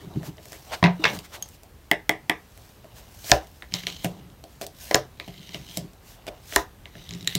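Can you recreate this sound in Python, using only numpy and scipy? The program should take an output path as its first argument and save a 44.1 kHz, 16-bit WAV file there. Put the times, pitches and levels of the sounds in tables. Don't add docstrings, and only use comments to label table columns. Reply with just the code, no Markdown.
import sys
import numpy as np
from scipy import signal
from scipy.io import wavfile
from scipy.ndimage import uniform_filter1d

SR = 44100
rng = np.random.default_rng(int(sys.argv[2]) if len(sys.argv) > 2 else 0)


def pcm_store(signal):
    levels = np.round(np.clip(np.atleast_2d(signal), -1, 1) * 32767)
    wavfile.write(sys.argv[1], SR, levels.astype(np.int16).T)


def volts_from_decibels(level):
    exponent = np.asarray(level, float) / 20
    return 10 ** exponent


N = 325437

# frequency_hz, density_db [dB per Hz]
AIR_SPECTRUM = [(25, -54), (45, 7.5), (110, -3), (250, -12.5), (1000, -20.5), (8000, -33), (12500, -30.5),
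                (16000, -34.5)]

# middle_s, length_s, hiss_db, rustle_db
CARD_SWISHES = [(0.017, 0.027, -60.5, -51.5), (1.547, 0.028, -53, -73), (0.266, 0.042, -44.5, -48),
                (0.547, 0.057, -51, -49.5), (0.738, 0.025, -45, -30), (1.253, 0.024, -47.5, -47.5),
                (1.348, 0.029, -43.5, -37.5), (2.982, 0.041, -48, -54), (3.305, 0.075, -32.5, -43),
                (4.053, 0.017, -48, -34), (4.634, 0.024, -41.5, -43), (6.105, 0.081, -49.5, -69),
                (6.283, 0.012, -62, -36), (6.561, 0.074, -36.5, -43.5)]
# frequency_hz, density_db [dB per Hz]
HISS_SPECTRUM = [(1000, 8), (2000, 4), (3500, 7.5), (6000, 8.5), (9000, 4), (13000, 5.5), (16000, 2.5)]
# frequency_hz, width_hz, level_db
RUB_BANDS = [(2080, 400, -5), (2980, 460, -1.5), (3850, 700, -3), (4800, 900, -19), (6000, 1100, -10.5)]

# start_s, hold_s, level_db, rise_s, fall_s
HAND_LEANS = [(0.03, 0.015, -22.5, 0.089, 0.21), (0.17, 0.036, -21.5, 0.059, .1),
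              (0.28, 0.013, -21.5, 0.068, 0.11), (0.992, .004, -44, 0.074, .06),
              (1.14, 0.0036, -19, .13, 0.11), (3.946, .004, -39, 0.25, 0.17),
              (4.122, .004, -27.5, 0.18, 0.33), (5.382, .004, -29, 0.077, 0.08),
              (5.638, .004, -34.5, 0.36, 0.045), (5.848, 0.0037, -24.5, 0.19, 0.056),
              (6.96, 0.034, -34.5, 0.033, 0.18), (7.25, 0.043, -34, 0.17, 0.039)]
# start_s, hold_s, level_db, rise_s, fall_s
DECK_SQUEEZES = [(0.15, 0.13, -53.5, 0.54, 0.11), (0.728, 0.0044, -41.5, 0.097, 0.11),
                 (0.85, 0.043, -54, 0.061, 0.25), (1.034, 0.097, -39.5, 0.071, 0.11),
                 (1.36, .01, -52, 0.099, 0.21), (2.99, .02, -56.5, 0.51, 0.27),
                 (3.32, .004, -36, 0.0043, 0.13), (4.05, 0.11, -55.5, 0.03, 0.29),
                 (4.95, .004, -48, 0.11, 0.16), (6.338, 0.0084, -55.5, 0.56, 0.2),
                 (6.565, 0.026, -48.5, 0.0079, 0.1)]
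# start_s, hold_s, level_db, rise_s, fall_s
CARD_DRAWS = [(0.45, 0.34, -63, 0.13, 0.15), (0.83, .003, -52, .004, 0.03), (1.14, .01, -52, 0.16, 0.1),
              (1.3, 0.23, -68, 0.08, 0.054), (2.65, 0.015, -67, 0.47, 0.28), (3.2, .11, -60.5, 0.31, 0.027),
              (3.33, 0.29, -70.5, 0.0073, 0.22), (4.042, 0.0045, -53, 0.057, 0.078),
              (4.514, 0.018, -70.5, 0.15, 0.56), (4.82, 0.16, -54, 0.093, 0.044),
              (5.765, 0.0045, -54.5, 0.15, 0.073), (6.48, 0.08, -58, 0.092, 0.032),
              (6.57, .11, -77, 0.0095, 0.17)]
# start_s, hold_s, level_db, rise_s, fall_s
HALVES_SPLAY = [(1.057, .002, -26.5, 0.0076, 0.056)]
# start_s, hold_s, level_db, rise_s, fall_s
CARD_DRAGS = [
    (3.745, 0.02, -39, 0.031, 0.14),
    (3.875, 0.02, -43, 0.015, 0.16),
    (4.0, .03, -54, 0.28, .06),
    (5.252, 0.14, -55.5, 0.15, 0.13),
    (5.42, 0.14, -53, 0.053, 0.36),
    (5.54, 0.0091, -45.5, 0.021, 0.087),
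    (5.7, 0.049, -49, 0.14, 0.067),
    (7.0, 0.069, -53.5, 0.18, .06),
    (7.13, 0.081, -53, .05, 0.12),
    (7.285, 0.045, -44, 0.045, 0.091),
]
# hiss_db, rub_db, rustle_db, rumble_db
LEAN_LAYERS = (-50.5, -51, -40, 0.5)
SQUEEZE_LAYERS = (-24, -2.5, -0.5, -11)
DRAW_LAYERS = (-1, -5, -5, -15)
SPLAY_LAYERS = (-35, 2.5, -15, -19.5)
DRAG_LAYERS = (-15.5, 4, -14.5, -14)

# start_s, ring_db, pitch_hz, table_thump_db, crack_db
CARD_TOUCHES = [(0.1583, -44, 1830, 24, -5), (3.622, -24.5, 1940, -38, -18), (3.7219, -27, 2980, -7, -14),
                (3.7388, -5, 3760, -25, -26), (3.8349, -26.5, 2950, -11.5, -13),
                (3.8681, -8.5, 3210, -32.5, -14.5), (5.1983, -20.5, 2250, -40, -14),
                (5.4912, -27, 3200, -12.5, -25), (5.6876, -32, 3570, -10.5, -27),
                (6.8557, -24, 2110, -57, -48), (7.0905, -24, 3830, -15, -10), (7.1078, -22, 3860, -15, -29),
                (7.1362, -24.5, 3900, -30, -19), (7.1485, -28.5, 3900, -2, -12),
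                (5.2821, -29.5, 2860, -23, -23), (5.772, -15.5, 5670, -21, -5),
                (7.208, -29.5, 3900, -7, -14.5), (7.2266, -31.5, 3850, -2, -10),
                (7.2455, -32, 3830, -16, -3), (7.3515, -6, 3960, -14.5, -2.5)]
# start_s, ring_db, pitch_hz, deck_body_db, crack_db
HAND_FIDGETS = [(0.3813, -35.5, 2170, -1.5, -27), (0.4548, -37.5, 1700, -1.5, 3), (0.52, -33.5, 3100, 0, 4),
                (0.5296, -33, 1920, -9, 1), (1.1485, -29, 4430, -11, -20), (1.1886, -26.5, 3650, -21, -1),
                (1.4872, -46.5, 3380, -12, 14), (1.6327, -45, 2400, 3.5, 9), (2.575, -42.5, 2000, -2, 5),
                (2.8434, -42.5, 1710, 6.5, -5), (3.243, -26, 4400, -10.5, -13.5),
                (4.4388, -32, 4300, 0, -9), (4.6126, -25.5, 1870, 3, -1), (4.6652, -25, 4630, -8, -0.5),
                (5.933, -46, 4510, 0, 0), (6.2667, -29.5, 2920, -2.5, -2), (6.2796, -32.5, 1900, 8, -2),
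                (6.5237, -22, 1810, -10, -15)]
# start_s, ring_db, pitch_hz, deck_body_db, crack_db
SMALL_SCUFFS = [(3.2965, -21, 2900, -3.5, -1), (3.305, -25.5, 2300, -25, -4), (1.2, -39, 2800, -14, -17),
                (6.535, -23, 3500, -21, -10), (8.1, -29.5, 3800, -15, -3), (3.47, -42, 4200, -21, 1),
                (0.23, -34, 1830, 2, -8), (0.37, -41, 6400, -7, -14), (0.7213, -29, 1950, -5, -11),
                (0.84, -16, 2600, -4, -20), (1.1, -38, 3400, -3.5, -17), (4.3, -44, 4000, -23, -12.5),
                (8.6, -21, 2000, 10, -10), (4.618, -20.5, 4750, -10, -8.5)]
# start_s, ring_db, pitch_hz, table_thump_db, crack_db
HAND_PRESSES = [
    (4.0448, -18.5, 2880, 0, 3.5),
    (5.2775, -36, 3000, 3, -2.5),
    (5.5446, -17.5, 3020, -16, -18),
    (5.7715, -16, 4010, -11, 0.5),
    (6.9526, -32.5, 1790, -9, -18),
]
# start_s, peak_db, pitch_hz, decay_t60_s
FRAME_JOLTS = [
    (0.17, -24.5, 316, 0.061),
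    (0.83, -33, 60, 0.22),
    (0.995, -27, 318, 0.18),
    (0.873, -17, 178, .17),
    (3.317, -22, 62, 0.26),
    (3.316, -20.5, 120, 0.16),
    (4.944, -29, 130.6, 0.36),
    (6.563, -26.5, 61, 0.2),
    (6.562, -19.5, 400, 0.17),
    (1.042, -20, 460, 0.068),
]
# start_s, ring_db, pitch_hz, table_thump_db, deck_body_db
HALF_SLAPS = [(0.827, -10.5, 1860, 2, 3), (0.834, -31, 2600, -16, -8), (0.839, 0, 2070, -10.5, -25),
              (0.8453, -8, 2080, -6, -9), (0.8588, -10, 1650, -10, -14), (0.8505, -17, 2280, -15, -4),
              (0.867, -15, 1910, -14, -6), (1.0385, -7.5, 2280, -31, -13), (1.0407, -2.5, 2080, -52, -38),
              (1.0522, -1.5, 1920, -26, -29), (1.054, -5, 2010, -38, -18), (1.0455, -15, 2300, -22, -18),
              (1.0599, -16, 2600, -32, -20), (1.066, -29, 2830, -22, -15)]
# start_s, ring_db, pitch_hz, table_thump_db, crack_db
NAIL_FLICKS = [
    (1.4243, -19, 6500, -33, 0),
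    (7.126, -31.5, 3920, -2.5, -22),
    (7.2742, -3.5, 3865, -30, -13),
]
# start_s, ring_db
EDGE_KNOCKS = [
    (1.9135, -3.5),
    (2.0932, -4),
    (2.2962, -5.5),
]
# pitch_hz, table_thump_db, deck_body_db, crack_db
KNOCK_SHARES = (2029, -30, -10, -6)
# start_s, ring_db, pitch_hz
EDGE_LANDINGS = [
    (1.9143, -2, 2020),
    (2.0939, -4.5, 1980),
    (2.2976, -3.5, 2040),
]
# start_s, peak_db, first_hz, last_hz, length_s
CARD_WHIPS = [
    (3.3157, 1, 8730, 2940, .0022),
    (4.9438, -8.5, 7020, 2510, 0.0027),
    (6.5602, -10, 15070, 3960, .002),
]
# start_s, ring_db, pitch_hz, deck_body_db, crack_db
CORNER_SCRAPES = [
    (3.3162, -1, 3700, -25.5, -14),
    (4.9106, -14.5, 2875, -30, -10),
    (4.9442, -2, 3880, -34.5, -9),
    (6.5602, -2.5, 4030, -42, -3),
]
# start_s, ring_db, pitch_hz, deck_body_db, crack_db
CARD_SNAPS = [
    (3.3171, 1, 1750, -12, -18),
    (4.9108, -10.5, 1984, -7.5, -21.5),
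    (4.9453, -3.5, 1860, -6, -11),
    (4.9548, -14, 1700, -17, 3),
    (6.5612, -2.5, 1810, -16.5, -18),
]
# start_s, ring_db, pitch_hz
DECK_FLEXES = [
    (3.3176, -3, 690),
    (4.9114, -16, 560),
    (4.9462, -13, 520),
    (4.9579, -12, 634),
    (6.5661, -9, 990),
]

# multiple, level_db, decay_t60_s
TICK_MODES = [(.55, -4.5, 0.007), (0.748, 0, 0.006), (1, 4.5, 0.007), (1.35, 1, 0.004), (1.8, 3, 0.0033)]
SLAP_MODES = [(.65, -7, 0.0051), (1, 6, 0.011), (1.27, 0, 0.014), (1.75, 1, 0.0067), (2.2, -3.5, 0.0063),
              (2.7, -3.5, 0.0046)]
FLICK_MODES = [(.485, -3, 0.013), (1, 6, 0.02), (1.179, -10, 0.01), (1.4, -7, .005), (1.88, 1.5, .005)]
KNOCK_MODES = [(.8, -24, .004), (1, 4, 0.0059), (1.47, -5, 0.005), (1.65, -3, 0.011), (2.2, -14, 0.004),
               (2.72, -9.5, 0.005)]
LANDING_MODES = [(1, -5, 0.015), (1.66, -12.5, 0.0049), (2.2, -21, 0.0046)]
CORNER_MODES = [(.76, -3, .005), (1, 1, .005), (1.39, 2.5, 0.0063), (1.76, 0, .0045), (2.27, -7.5, .003)]
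SNAP_MODES = [(0.6, -25, 0.024), (1, 8, 0.011), (1.25, -26, .005), (1.58, 1.5, 0.006)]
FLEX_MODES = [(1, 2, 0.014), (1.35, -7, 0.01)]

# frequency_hz, level_db, decay_t60_s
TABLE_MODES = [(128.7, -4, 0.2), (154, -8, 0.2), (176.9, 0.5, 0.29), (294.2, -4, 0.06), (392, -8.5, 0.14)]
# frequency_hz, level_db, decay_t60_s
LOOSE_DECK_MODES = [(350, -5.5, 0.016), (478, -3, 0.077), (510, -9.5, 0.15), (696, 18, 0.024),
                    (970, -40.5, 0.019)]
# frequency_hz, level_db, decay_t60_s
PILE_MODES = [(290, -3.5, 0.011), (405, -12.5, 0.091), (692, 0, 0.044), (891, 1.5, 0.063), (1010, 5, 0.018),
              (1263, -23, 0.011)]
# frequency_hz, level_db, decay_t60_s
BLOCK_MODES = [(317, -8, 0.029), (404, -13.5, 0.058), (480, -14, 0.024), (555, -14.5, 0.047),
               (692, -9, 0.07), (760, -6, 0.03), (854, -2, 0.029), (950, -5.5, 0.026)]
# frequency_hz, level_db, decay_t60_s
THUMBED_DECK_MODES = [(480, 1, 0.021), (590, -13.5, 0.06), (636, 3.5, 0.015), (705, 8, 0.016),
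                      (990, 2, 0.032)]
# frequency_hz, level_db, decay_t60_s
BOARD_MODES = [(318, -4, .18), (398, -5, .17), (545, -8, .18), (596, -2, .14), (686, 0, .12), (760, -8, .2),
               (875, -8, .13), (1000, -4, .18), (1158, -9, .17), (1351, -8, .07), (1735, -10, .14),
               (1870, -12, .12), (2180, -10, .14)]

# delay_s, level_db
WALL_ECHOES = [
    (.0097, -17.5),
    (0.0184, -17.5),
    (0.0258, -22),
]
# frequency_hz, decay_t60_s, level_db
ROOM_DECAY = [(121, 0.066, -7.5), (328, 0.22, 5.5), (862, 0.23, -2.5), (2320, 0.21, -4), (6000, 0.18, -4),
              (12150, 0.073, 0.5)]


def evened(x):
    return x / np.sqrt(np.mean(x ** 2) + 1e-20)


def peaked(x):
    return x / (abs(x).max() + 1e-12)


def read(points, hz):
    f, value = np.transpose(points)
    return np.interp(np.log(hz + 1), np.log(f + 1), value)


def add(mix, start_s, sound):
    part = mix[round(start_s * SR):][:len(sound)]
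    part += sound[:len(part)]


def resonance(hz, centre_hz, width_hz):
    return 1 / np.hypot(1, 2 * (hz - centre_hz) / width_hz) ** 2


def hiss_colour(hz):
    return volts_from_decibels(read(HISS_SPECTRUM, hz)) * (hz > 1500)


def noise(gain, patchy_db, wander=0.):
    frames, hz = N // 256 + 5, np.fft.rfftfreq(1024, 1 / SR)
    a, b, patches = rng.standard_normal((frames, 513, 3)).T
    patches = uniform_filter1d(patches, size=12, axis=0)
    patches = evened(uniform_filter1d(patches, size=10, axis=1))
    drift = uniform_filter1d(uniform_filter1d(a[0], size=14), size=14)
    drift = 1 + wander * evened(drift)
    z = (a + 1j * b) * gain(hz[:, None] * drift) * volts_from_decibels(patchy_db * patches)
    return evened(signal.istft(z, nperseg=1024, noverlap=768)[1][:N])


def ring(blow, modes, base_hz=1, lag=0):
    t = np.arange(SR // 3) / SR
    body = 0
    for k, (f, db, t60) in enumerate(modes):
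        late = np.maximum(t - lag / (base_hz * f), 0)
        decay = volts_from_decibels(db - 60 * late / t60)
        body = body + (-1) ** k * decay * np.sin(2 * np.pi * base_hz * f * late)
    return peaked(signal.fftconvolve(body, blow))


def surge(t, peak_s):
    return t / peak_s * np.exp(1 - t / peak_s)


def hits(rows, card, deck, ragged, contact_s, crack_s, push_s, spread, lag):
    near, spreading = np.zeros((2, N))
    t = np.arange(600) / SR
    click = np.pad(np.hanning(6), (0, 594))
    treble = signal.butter(1, [5200, 14000], "band", fs=SR)
    blurred = [(f, db, 0.5 * t60) for f, db, t60 in card]
    push = surge(t, push_s)
    for s, db, hz, thump_db, deck_db, crack_db in rows:
        grit = rng.standard_normal((2, len(t)))
        detune = 1 + spread * (2 * rng.random(len(deck)) - 1)
        gripped = [(f * k, d, t60) for (f, d, t60), k in zip(deck, detune)]
        body = volts_from_decibels(db + deck_db) * ring(push, gripped, lag=lag)
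        blow = np.roll(click, round(contact_s * SR)) + ragged * grit[0] * surge(t, contact_s)
        stock = volts_from_decibels(db) * ring(blow, card, hz, lag)
        crack = volts_from_decibels(db + crack_db) * peaked(signal.lfilter(*treble, grit[1]) * surge(t, crack_s))
        thump = volts_from_decibels(db + thump_db) * ring(push, TABLE_MODES)
        for part in body, stock, crack, thump:
            add(near, s, part)
        add(spreading, s, body)
        smooth_stock = ring(click, blurred, hz)
        smooth_crack = signal.lfilter(*treble, t == 0)
        for part, smooth in (stock, smooth_stock), (crack, smooth_crack):
            add(spreading, s, smooth * np.linalg.norm(part) / np.linalg.norm(smooth))
    return np.array([near, spreading])


def in_hand(rows, thump_db):
    return [(s, db, hz, thump_db, deck_db, crack_db) for s, db, hz, deck_db, crack_db in rows]


def on_table(rows, deck_db, coupled=False):
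    return [(s, db, hz, thump_db, deck_db + coupled * thump_db, crack_db)
            for s, db, hz, thump_db, crack_db in rows]


def bounce_cancelled(blows):
    near, spreading = blows
    return signal.lfilter(*signal.iirnotch(1305, 5.2, SR), near), spreading


def room_air():
    return volts_from_decibels(-48.5) * noise(lambda hz: volts_from_decibels(read(AIR_SPECTRUM, hz)), 0.94)


def swishes():
    t = np.arange(N) / SR
    hiss = noise(hiss_colour, 1.1)
    rustle = noise(lambda hz: 1 / np.hypot(1, hz / 3500) ** 2 / np.hypot(1, 450 / (hz + 1)) ** 2, 2.2)
    out = np.zeros(N)
    for s, length, hiss_db, rustle_db in CARD_SWISHES:
        swell = np.exp(-.5 * ((t - s) / (length / 2)) ** 2)
        out += swell * (volts_from_decibels(hiss_db) * hiss + volts_from_decibels(rustle_db) * rustle)
    return out


def strokes():
    t, power = np.arange(0, N + 64, 64) / SR, 1e-12
    kinds = [(HAND_LEANS, LEAN_LAYERS), (DECK_SQUEEZES, SQUEEZE_LAYERS), (CARD_DRAWS, DRAW_LAYERS),
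             (HALVES_SPLAY, SPLAY_LAYERS), (CARD_DRAGS, DRAG_LAYERS)]
    for rows, layers_db in kinds:
        s, hold, db, rise, fall = np.transpose(rows)[:, :, None]
        before = np.maximum(s - t, 0) / abs(rise)
        after = np.maximum(t - s - abs(hold), 0) / abs(fall)
        effort = (volts_from_decibels(db - 20 * (before + after)) ** 2).sum(axis=0)
        power = power + volts_from_decibels(np.array(layers_db))[:, None] ** 2 * effort
    return [np.interp(np.arange(N) / SR, t, 10 * np.log10(p)) for p in power]


def slides():
    hiss_db, rub_db, rustle_db, rumble_db = strokes()
    grit = volts_from_decibels(1.8 * evened(uniform_filter1d(rng.standard_normal(N), size=180)))
    hiss = noise(hiss_colour, 1.9)
    rub = noise(lambda hz: sum(volts_from_decibels(db) * resonance(hz, f, w) for f, w, db in RUB_BANDS), 2.5, wander=.05)
    rustle = noise(lambda hz: resonance(hz, 720, 750), 2.)
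    rumble = noise(lambda hz: sum(volts_from_decibels(db) * resonance(hz, f, 30) for f, db, _ in TABLE_MODES), 3.)
    slips = rng.exponential(1, N) ** 3 * (rng.random(N) < 220 / SR)
    catches = volts_from_decibels(3.6 * uniform_filter1d(slips, size=70) * 35)
    catches = np.minimum(catches, 2.6)
    card_sound = volts_from_decibels(hiss_db + 12.0) * hiss
    card_sound += volts_from_decibels(rub_db - 3.5) * rub * catches
    card_sound += volts_from_decibels(rustle_db + 2.5) * rustle
    return grit * card_sound + volts_from_decibels(rumble_db - 15.5) * rumble


def ticks():
    rows = in_hand(HAND_FIDGETS, thump_db=-26) + on_table(CARD_TOUCHES, deck_db=-46)
    rows += on_table(HAND_PRESSES, deck_db=2.5, coupled=True) + in_hand(SMALL_SCUFFS, thump_db=-34)
    return hits(rows, TICK_MODES, LOOSE_DECK_MODES, ragged=0.38, contact_s=0.000666, crack_s=0.0011,
                push_s=0.00032, spread=0.063, lag=0.44)


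def jolts():
    out = np.zeros(N)
    for s, db, hz, t60 in FRAME_JOLTS:
        add(out, s, volts_from_decibels(db) * ring(np.hanning(100), [(hz, 0, t60)]))
    return out


def slaps():
    rows = [(*row, -30) for row in HALF_SLAPS]
    return hits(rows, SLAP_MODES, PILE_MODES, ragged=0.28, contact_s=0.00097, crack_s=0.00093,
                push_s=0.0001, spread=0.086, lag=0.066)


def flicks():
    return hits(on_table(NAIL_FLICKS, deck_db=-51.0), FLICK_MODES, LOOSE_DECK_MODES, ragged=0.23,
                contact_s=0.001013, crack_s=0.00035, push_s=0.00021, spread=0.026, lag=0.24)


def knocks():
    rows = [(*row, *KNOCK_SHARES) for row in EDGE_KNOCKS]
    return bounce_cancelled(hits(rows, KNOCK_MODES, BLOCK_MODES, ragged=0.08, contact_s=0.0003,
                                 crack_s=0.0006, push_s=.0001, spread=0.028, lag=.3))


def landings():
    rows = [(*row, -40, -30, -30) for row in EDGE_LANDINGS]  # thump, body, crack dB
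    return bounce_cancelled(hits(rows, LANDING_MODES, BLOCK_MODES, ragged=0.1, contact_s=.0008,
                                 crack_s=0.0008, push_s=0.0002, spread=0.03, lag=.1))


def whips():
    out = np.zeros(N)
    for s, db, first_hz, last_hz, length in CARD_WHIPS:
        u = np.arange(0, length, 1 / SR) / length
        pitch_hz = first_hz * (last_hz / first_hz) ** u
        glide = np.sin(2 * np.pi * np.cumsum(pitch_hz) / SR)
        add(out, s, volts_from_decibels(db) * glide * np.sin(np.pi * u) ** .6)
    return out


def corners():
    return hits(in_hand(CORNER_SCRAPES, thump_db=-49.5), CORNER_MODES, THUMBED_DECK_MODES, ragged=0.61,
                contact_s=.001, crack_s=0.00049, push_s=0.00018, spread=0.04, lag=0.56)


def snaps():
    return hits(in_hand(CARD_SNAPS, thump_db=-41.0), SNAP_MODES, THUMBED_DECK_MODES, ragged=0.26,
                contact_s=.0007, crack_s=0.0005, push_s=0.00011, spread=0.041, lag=0.69)


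def flexes():
    rows = [(*row, -40, -30, -40) for row in DECK_FLEXES]  # thump, body, crack dB
    return hits(rows, FLEX_MODES, THUMBED_DECK_MODES, ragged=0.1, contact_s=.0005, crack_s=0.0008,
                push_s=0.0002, spread=0.03, lag=.1)


def echoes(x):
    out, dull = np.zeros(N), signal.lfilter(*signal.butter(2, 3600, fs=SR), x)
    for s, db in WALL_ECHOES:
        add(out, s, volts_from_decibels(db) * dull)
    return out


def room(x, first_s=0.0033):
    out, count = np.zeros(N), SR // 40
    turn = np.arange(N) / SR * 2.3
    walls = np.array(ROOM_DECAY)
    for k in range(3):
        taps = np.zeros(SR // 2)
        taps[np.arange(count) * 20 + rng.integers(0, 20, count)] = rng.choice([-1., 1.], count)
        hz, t, z = signal.stft(taps, SR, nperseg=256)
        t60 = read(walls[:, :2], hz)[:, None]
        db = read(walls[:, ::2], hz)[:, None]
        tail = signal.istft(z * volts_from_decibels(db - 60 * t / t60), SR, nperseg=256)[1]
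        tail *= np.clip(np.arange(len(tail)) / SR / first_s - 1, 0, 1) / np.sqrt(200)
        share = np.cos(2 * np.pi * (turn + k / 3)) * np.sqrt(2 / 3)
        out += signal.fftconvolve(x * share, tail)[:N]
    return out


def board(x):
    modes = ring(np.ones(1), BOARD_MODES)
    swell = 1 - np.exp(-np.arange(len(modes)) / SR / .004)
    return signal.fftconvolve(x, modes * swell)[:N]


def scene():
    blows = [(ticks(), 1.5), (slaps(), 2.0), (flicks(), -2.0), (knocks(), -1.3), (landings(), -0.4),
             (corners(), -2.5), (snaps(), -2.1), (flexes(), 0.3)]
    near = sum(direct for (direct, _), _ in blows)
    spreading = sum(volts_from_decibels(wet_db) * sideways for (_, sideways), wet_db in blows)
    reflected = echoes(near) + volts_from_decibels(3.5) * room(spreading) + volts_from_decibels(-33.5) * board(spreading)
    mix = near + reflected + room_air() + swishes() + slides() + jolts() + whips()
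    return mix[None]


def low_pass(x):
    return signal.sosfilt(signal.butter(12, 16550, fs=SR, output="sos"), x)


def record(dry):
    power_db = 10 * np.log10(abs(uniform_filter1d(dry[0] ** 2, size=300)) + 1e-12)
    fall = np.arange(N) * 32.0 / SR
    over_db = np.maximum(np.maximum.accumulate(power_db + fall) - fall + 12.5, 0)
    ducked = dry / volts_from_decibels(0.035 * uniform_filter1d(over_db, size=400, origin=199))
    bassless = signal.sosfilt(signal.butter(4, 40, "high", fs=SR, output="sos"), ducked)
    port = 0.49 * bassless + 0.4 * signal.lfilter(*signal.iirnotch(10500, 9, SR), bassless)
    lowpass = signal.firwin(255, 15900, window=("kaiser", 6), fs=SR)
    band = signal.oaconvolve(port, lowpass[None], "same")
    return low_pass(np.clip(band, -1, 1))


dry = scene()
out = record(dry)
pcm_store(out)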